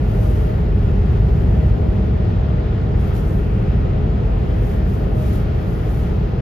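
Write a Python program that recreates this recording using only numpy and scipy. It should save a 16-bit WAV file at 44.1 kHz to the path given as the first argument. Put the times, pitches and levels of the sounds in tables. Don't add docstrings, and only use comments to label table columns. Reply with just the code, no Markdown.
import sys
import numpy as np
from scipy import signal
from scipy.fft import rfft, irfft, dct, next_fast_len
from scipy.io import wavfile
from scipy.ndimage import uniform_filter1d

SR = 44100
rng = np.random.default_rng(int(sys.argv[2]) if len(sys.argv) > 2 else 0)


def digitize_waveform(pressure):
    field = np.atleast_2d(pressure).T
    bounded = np.clip(field, -1, 1)
    quanta = np.round(bounded * 32767).astype(np.int16)
    wavfile.write(sys.argv[1], SR, quanta)


def volts(x):
    e = np.asarray(x, float) / 20
    return 10 ** e


N = 282681
SIZE = next_fast_len(N)
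HZ = np.arange(SIZE // 2 + 1) * SR / SIZE + 1e-3

# time in seconds, level in dB.
BLAST = [(0, -16), (.25, -15.5), (.5, -15), (.8, -15.5), (1.2, -13), (1.7, -14.5), (2.1, -15.5),
         (2.45, -16), (2.66, -18.5), (2.95, -15.5), (3.3, -16.5), (3.7, -16.5), (4.1, -16.5), (4.7, -17),
         (5.3, -16.5), (5.85, -18), (6.02, -16.5), (6.41, -19)]
LAYER_EDGES_HZ = [85, 230, 1200]
PUSH_SHARE = [1.3, 0.94, 0.22, .1]
BUFFET_DB = [0.54, .6, 0.54, .5]
STIFFENING = [0.44, 0.22, 0.42, 0.046]
# frequency in Hz, density in dB per Hz.
PANELS = [(13, -36), (22, -10.5), (49, 1), (107, -2.5), (195, -9), (281, -21.5), (416, -18.5), (560, -30.5),
          (730, -60), (1230, -120)]
# frequency in Hz, density in dB per Hz.
GLASS = [(430, -30.5), (560, -6), (700, -4), (976, -11.5), (1600, -18.5), (2500, -20), (3400, -26),
         (5300, -33), (5600, -37.5), (7200, -41), (8600, -64), (10000, -52.5), (12200, -48), (14000, -55.5),
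         (15700, -65)]
# frequency in Hz, density in dB per Hz.
PANELS_SIDE = [(13, -42), (22, -13), (42, 0), (65, -3), (248, -1.5), (288, -2.5), (330, -1), (489, -6.5),
               (530, -8.5), (560, -10), (730, -33.5), (1230, -120)]
# frequency in Hz, density in dB per Hz.
GLASS_SIDE = [(430, -31), (560, -10.5), (640, -1), (853, -13.5), (1300, -18), (1500, -18), (2230, -29),
              (2720, -28.5), (4300, -37.5), (5300, -41.5), (5500, -43.5), (6700, -46.5), (8600, -45.5),
              (11700, -56), (14000, -67)]
# frequency in Hz, width in Hz, common lift in dB, difference lift in dB.
RESONANCES = [(49.4, 18, 3.5, 1), (72.4, 13, 2, -0.5), (89.6, 8.6, -2, 2.5), (108, 20, 2, 4.5),
              (173.6, 6.6, -1.5, 0.5), (193, 16, 1.5, -1), (321, 24, 3.5, -2), (417.7, 34, 4, -0.5),
              (495, 31, 4, 2.5), (534, 21, 2.5, -3.5), (660, 32, 4, 0.5), (680, 30, -2.5, 0.5),
              (772, 40, 3.5, 0.5), (870, 40, 2.5, -0.5), (1270, 51, 4.5, 1.5), (1420, 73, 5.5, -3),
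              (1843, 400, 4, 1), (2500, 88, 0, 2), (2750, 200, 1, -2), (3200, 310, 2, 3),
              (5170, 300, 1, 4.5), (5550, 200, -2.5, -0.5)]
# frequency in Hz, in-step part from -1 to 1, quarter-turn part from -1 to 1.
PORT_LINK = [(60, .1, .0), (180, .05, .05), (400, 0.25, .1), (800, 0.21, -.1), (1600, 0.041, -.15),
             (2600, .25, .3), (4600, .45, .42), (5200, .45, .25), (5800, .2, -.35), (7500, .15, -.4),
             (8600, .02, .0), (9800, -.03, .7), (13000, -.02, .75)]
BLADE_TONES = {1: (-51, -50.5, 2.5), 2: (-45, -42.5, 4), 4: (-65, -59.5, 6)}
# peak in seconds, peak level in dB, rise and fall in seconds.
SONG = [(0.28, -38.5, .12), (.5, -39.5, 0.048), (0.91, -40.5, 0.048), (1.25, -45, 0.11), (1.75, -42.5, .35),
        (2.2, -46.5, .3), (2.55, -39, 0.11), (2.9, -44.5, 0.13), (3.96, -46, .3), (4.75, -45.5, .3),
        (5.23, -38, 0.16), (5.6, -44.5, .15), (6.09, -43.5, 0.035), (6.41, -46, 0.042)]
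# peak in seconds, peak level in dB, rise in seconds, fall in seconds.
STROKES = [(0.27, -57, .25, .28), (1.4, -67.5, 1.1, 0.83), (3.01, -60, .03, .08), (3.08, -60.5, .04, .04),
           (3.18, -54.5, .05, .05), (3.28, -58, 0.07, 0.14), (3.4, -68, .1, 0.4), (4.55, -69, .35, 0.24),
           (4.69, -59, .11, 0.15), (4.91, -60, 0.058, 0.2), (5.23, -56.5, 0.1, 0.11),
           (5.34, -55.5, 0.12, .1), (5.72, -62, 0.27, .1), (5.98, -59, 0.25, 0.13), (6.1, -67, .1, .25)]
# frequency in Hz, density in dB per Hz.
NYLON = [(2000, -25), (3400, -2), (5000, -0.5), (6900, -2.5), (7700, -8), (8600, -12), (9600, -5.5),
         (11000, -3), (12400, -1.5), (13800, -2.5), (15200, -6), (16000, -17.5)]
# frequency in Hz, density in dB per Hz.
NYLON_SIDE = [(2000, -21.5), (3400, -2.5), (5000, -6.5), (6900, -6), (8600, -0.5), (10300, -4.5),
              (12400, -8.5), (14000, -14), (16000, -23.5)]
# frequency in Hz, common level in dB,
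# difference level in dB.
FAINTEST = [(1000, -64, -70.5), (3000, -72, -71), (5500, -68, -66.5), (6600, -65.5, -67.5),
            (7600, -62, -70), (8000, -61.5, -68.5), (9600, -61, -65), (9800, -66, -67.5),
            (12000, -69.5, -64.5), (13100, -66.5, -53.5), (14900, -61, -40), (15700, -59, -40)]
# frequency in Hz, extra level in dB needed to be kept.
STARVED = [(7200, 0), (7900, 8), (9300, 7.5), (10000, 3), (10700, -2), (14100, -1), (14800, 4.5),
           (15500, 5)]

PANELS_DB, GLASS_DB = -16.5, -40
PANELS_SIDE_DB, GLASS_SIDE_DB = -32.5, -36.5
BUFFETS_PER_S = 12
BLADE_HZ, SONG_REST_DB, SONG_USUAL_DB = 308.3, -53.5, -48
WHINE_HZ, WHINE_DB = 12048, -82
SLEEVE_DB, SLEEVE_SIDE_DB, SLEEVE_REST_DB = 3.5, 4.5, -76
BODY_HZ, RUB_BODY_DB = 7600, -2
ROUNDNESS = 1.7
LOW_CUT_HZ = 33.7
HOP, GRID = 1024, 250
LOST_COMMON_HZ, LOST_SIDE_HZ = (8270, 8960), (13090, 22050)
BAND_DROP_DB, STARVE_JITTER_DB = -7, 2.5
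KEEP_JITTER_DB, KEEP_FOLLOWS = 5.5, 0.29


def shape(table):
    hz, db = np.transpose(table)
    gain = volts(np.interp(np.log(HZ), np.log(hz), db, left=-200, right=-200))
    return gain / np.sqrt(np.mean(gain ** 2))


def walk(rate):
    k = int(SR / rate)
    steps = np.repeat(rng.standard_normal(N // k + 1), k)
    return 1.3 * uniform_filter1d(uniform_filter1d(steps, k), k)[:N]


def swells_db(table, rest_db):
    t = np.arange(N) / SR
    power = volts(2 * rest_db)
    for peak_s, peak_db, *lengths in table:
        before = (peak_s - t) / max(lengths[0], 1e-3)
        after = (t - peak_s) / max(lengths[-1], 1e-3)
        away = np.where(t < peak_s, before, after)
        power = power + volts(2 * (peak_db - 10 * away ** ROUNDNESS))
    return 10 * np.log10(power)


def ports(common_gain, differ_gain, envelope=1):
    hz, in_step, quarter = np.transpose(PORT_LINK)
    link = np.interp(np.log(HZ), np.log(hz), in_step + 1j * quarter)
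    first, second = (rfft(envelope * rng.standard_normal(N), SIZE) for _ in range(2))
    free = np.sqrt(np.clip(1 - abs(link) ** 2, 0, 1))
    common = first * common_gain
    differ = (link * first + free * second) * differ_gain
    return np.array([common + differ, common - differ])


def cabin(column):
    return volts(sum(row[column] / (1 + (2 * (HZ - row[0]) / row[1]) ** 2) for row in RESONANCES))


def jets():
    through = np.hypot(volts(PANELS_DB) * shape(PANELS), volts(GLASS_DB) * shape(GLASS))
    through_side = np.hypot(volts(PANELS_SIDE_DB) * shape(PANELS_SIDE), volts(GLASS_SIDE_DB) * shape(GLASS_SIDE))
    air = ports(cabin(column=2) * through, cabin(column=3) * through_side)
    push = np.interp(np.arange(N) / SR, *np.transpose(BLAST))
    push = push - push.mean()
    swells = [share * push + depth_db * walk(BUFFETS_PER_S) for share, depth_db in zip(PUSH_SHARE, BUFFET_DB)]
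    place = 2 * np.log2(HZ / 20)
    out = 0
    for k in range(21):
        layer = np.searchsorted(LAYER_EDGES_HZ, 20 * 2 ** (k / 2))
        window = np.cos(np.pi / 2 * np.clip(place - k, -1, 1)) ** 2
        band = irfft(air * window, SIZE)[:, :N]
        swing = uniform_filter1d(np.sum(band ** 2, axis=0), int(0.065 * SR))
        even = (swing / swing.mean() + .05) ** (-STIFFENING[layer] / 2)
        flutter_db = .5 * walk(9) + .5 * walk(2.51)
        out = out + volts(swells[layer] + flutter_db) * even * band
    return out


def blades():
    out = 0
    for multiple, (common_db, differ_db, spread_hz) in BLADE_TONES.items():
        for fan, share in ((-1, 0.2), (0, 0.97), (1.0, 0.51)):
            tone_hz = multiple * BLADE_HZ + spread_hz * (fan + 0.351 * walk(7))
            phase = 2 * np.pi * np.cumsum(tone_hz) / SR
            start = rng.uniform(0, 2 * np.pi, 2)
            common = volts(common_db + 0.84 * walk(9.6)) * np.sin(phase + start[0])
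            differ = volts(differ_db + 3 * walk(4)) * np.sin(phase + start[1])
            out = out + share * np.array([common + differ, common - differ])
    return out * volts(swells_db(SONG, SONG_REST_DB) - SONG_USUAL_DB)


def electronics():
    phase = 2 * np.pi * np.cumsum(WHINE_HZ + 4 * walk(15)) / SR
    whine = volts(WHINE_DB + 1.5 * walk(8)) * np.sin(phase)
    return whine * np.array([[1.4], [.6]])


def sleeve():
    level_db = swells_db(STROKES, SLEEVE_REST_DB)
    grain = volts(level_db + .6 * walk(30) + 0.82 * walk(400))
    hiss = ports(volts(SLEEVE_DB) * shape(NYLON), volts(SLEEVE_SIDE_DB) * shape(NYLON_SIDE), grain)
    body = irfft(hiss / (1 + (HZ / BODY_HZ) ** 8), SIZE)[:, :N]
    return irfft(hiss, SIZE)[:, :N] + (volts(RUB_BODY_DB) - 1) * body


def scene():
    return jets() + blades() + electronics() + sleeve()


def thin_out(x, keep_db, lost_hz, line_hz):
    padded = np.pad(x, (HOP - GRID, 3 * HOP - (N + HOP - GRID) % HOP), "reflect")
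    blocks, half = padded.reshape(-1, HOP), HOP // 2
    rise = np.sin(np.pi * (np.arange(HOP) + .5) / (2 * HOP))
    a, b = blocks[:-1] * rise, blocks[1:] * rise[::-1]
    folded = np.hstack([-b[:, half - 1::-1] - b[:, half:], a[:, :half] - a[:, :half - 1:-1]])
    lines = dct(folded, type=4, norm="ortho")
    bands = (lines / volts(keep_db)).reshape(-1, 32, 32)
    over = np.sqrt(np.mean(bands ** 2, axis=2)) + 1e-9
    bar = volts(KEEP_JITTER_DB * rng.standard_normal(over.shape)) * np.maximum(over, 1) ** KEEP_FOLLOWS
    starved_db = np.interp(line_hz[16::32], *np.transpose(STARVED))
    drop_db = BAND_DROP_DB + starved_db + STARVE_JITTER_DB * rng.standard_normal(over.shape)
    bar = np.where(over > bar * volts(drop_db), bar, np.inf)
    kept = abs(lines) > volts(keep_db) * np.repeat(bar, 32, axis=1)
    outside = (line_hz < lost_hz[0]) | (line_hz > lost_hz[1])
    back = dct(lines * kept * outside, type=4, norm="ortho")
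    low, high = back[:, :half], back[:, half:]
    out = np.zeros_like(blocks)
    out[:-1] += np.hstack([high, -high[:, ::-1]]) * rise
    out[1:] -= np.hstack([low[:, ::-1], low]) * rise[::-1]
    return out.ravel()[HOP - GRID:][:N]


def band_limit(x):
    return signal.sosfilt(signal.butter(12, 15620, fs=SR, output="sos"), x)


def record(dry):
    running = np.pad(dry, ((0, 0), (SR // 4, 0)), "reflect")
    bass_cut = signal.butter(6, LOW_CUT_HZ, "high", fs=SR, output="sos")
    heard = signal.sosfilt(bass_cut, running)[:, -N:]
    envelope = np.sqrt(uniform_filter1d(np.mean(heard ** 2, axis=0), int(0.023 * SR)) + 1e-9)
    gain = np.minimum(1, 0.18 / envelope) ** 0.16
    held = np.tanh(0.69 * heard * gain) / 0.71
    hz, common_db, differ_db = np.transpose(FAINTEST)
    line_hz = (np.arange(HOP) + .5) * SR / (2 * HOP)
    common_keep_db = np.interp(line_hz, hz, common_db)
    differ_keep_db = np.interp(line_hz, hz, differ_db)
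    common = thin_out((held[0] + held[1]) / 2, common_keep_db, LOST_COMMON_HZ, line_hz)
    differ = thin_out((held[0] - held[1]) / 2, differ_keep_db, LOST_SIDE_HZ, line_hz)
    fade = np.minimum(np.arange(N)[::-1] / (SR / 200), 1)
    return band_limit(fade * np.array([common + differ, common - differ]))


dry = scene()
out = record(dry)
digitize_waveform(out)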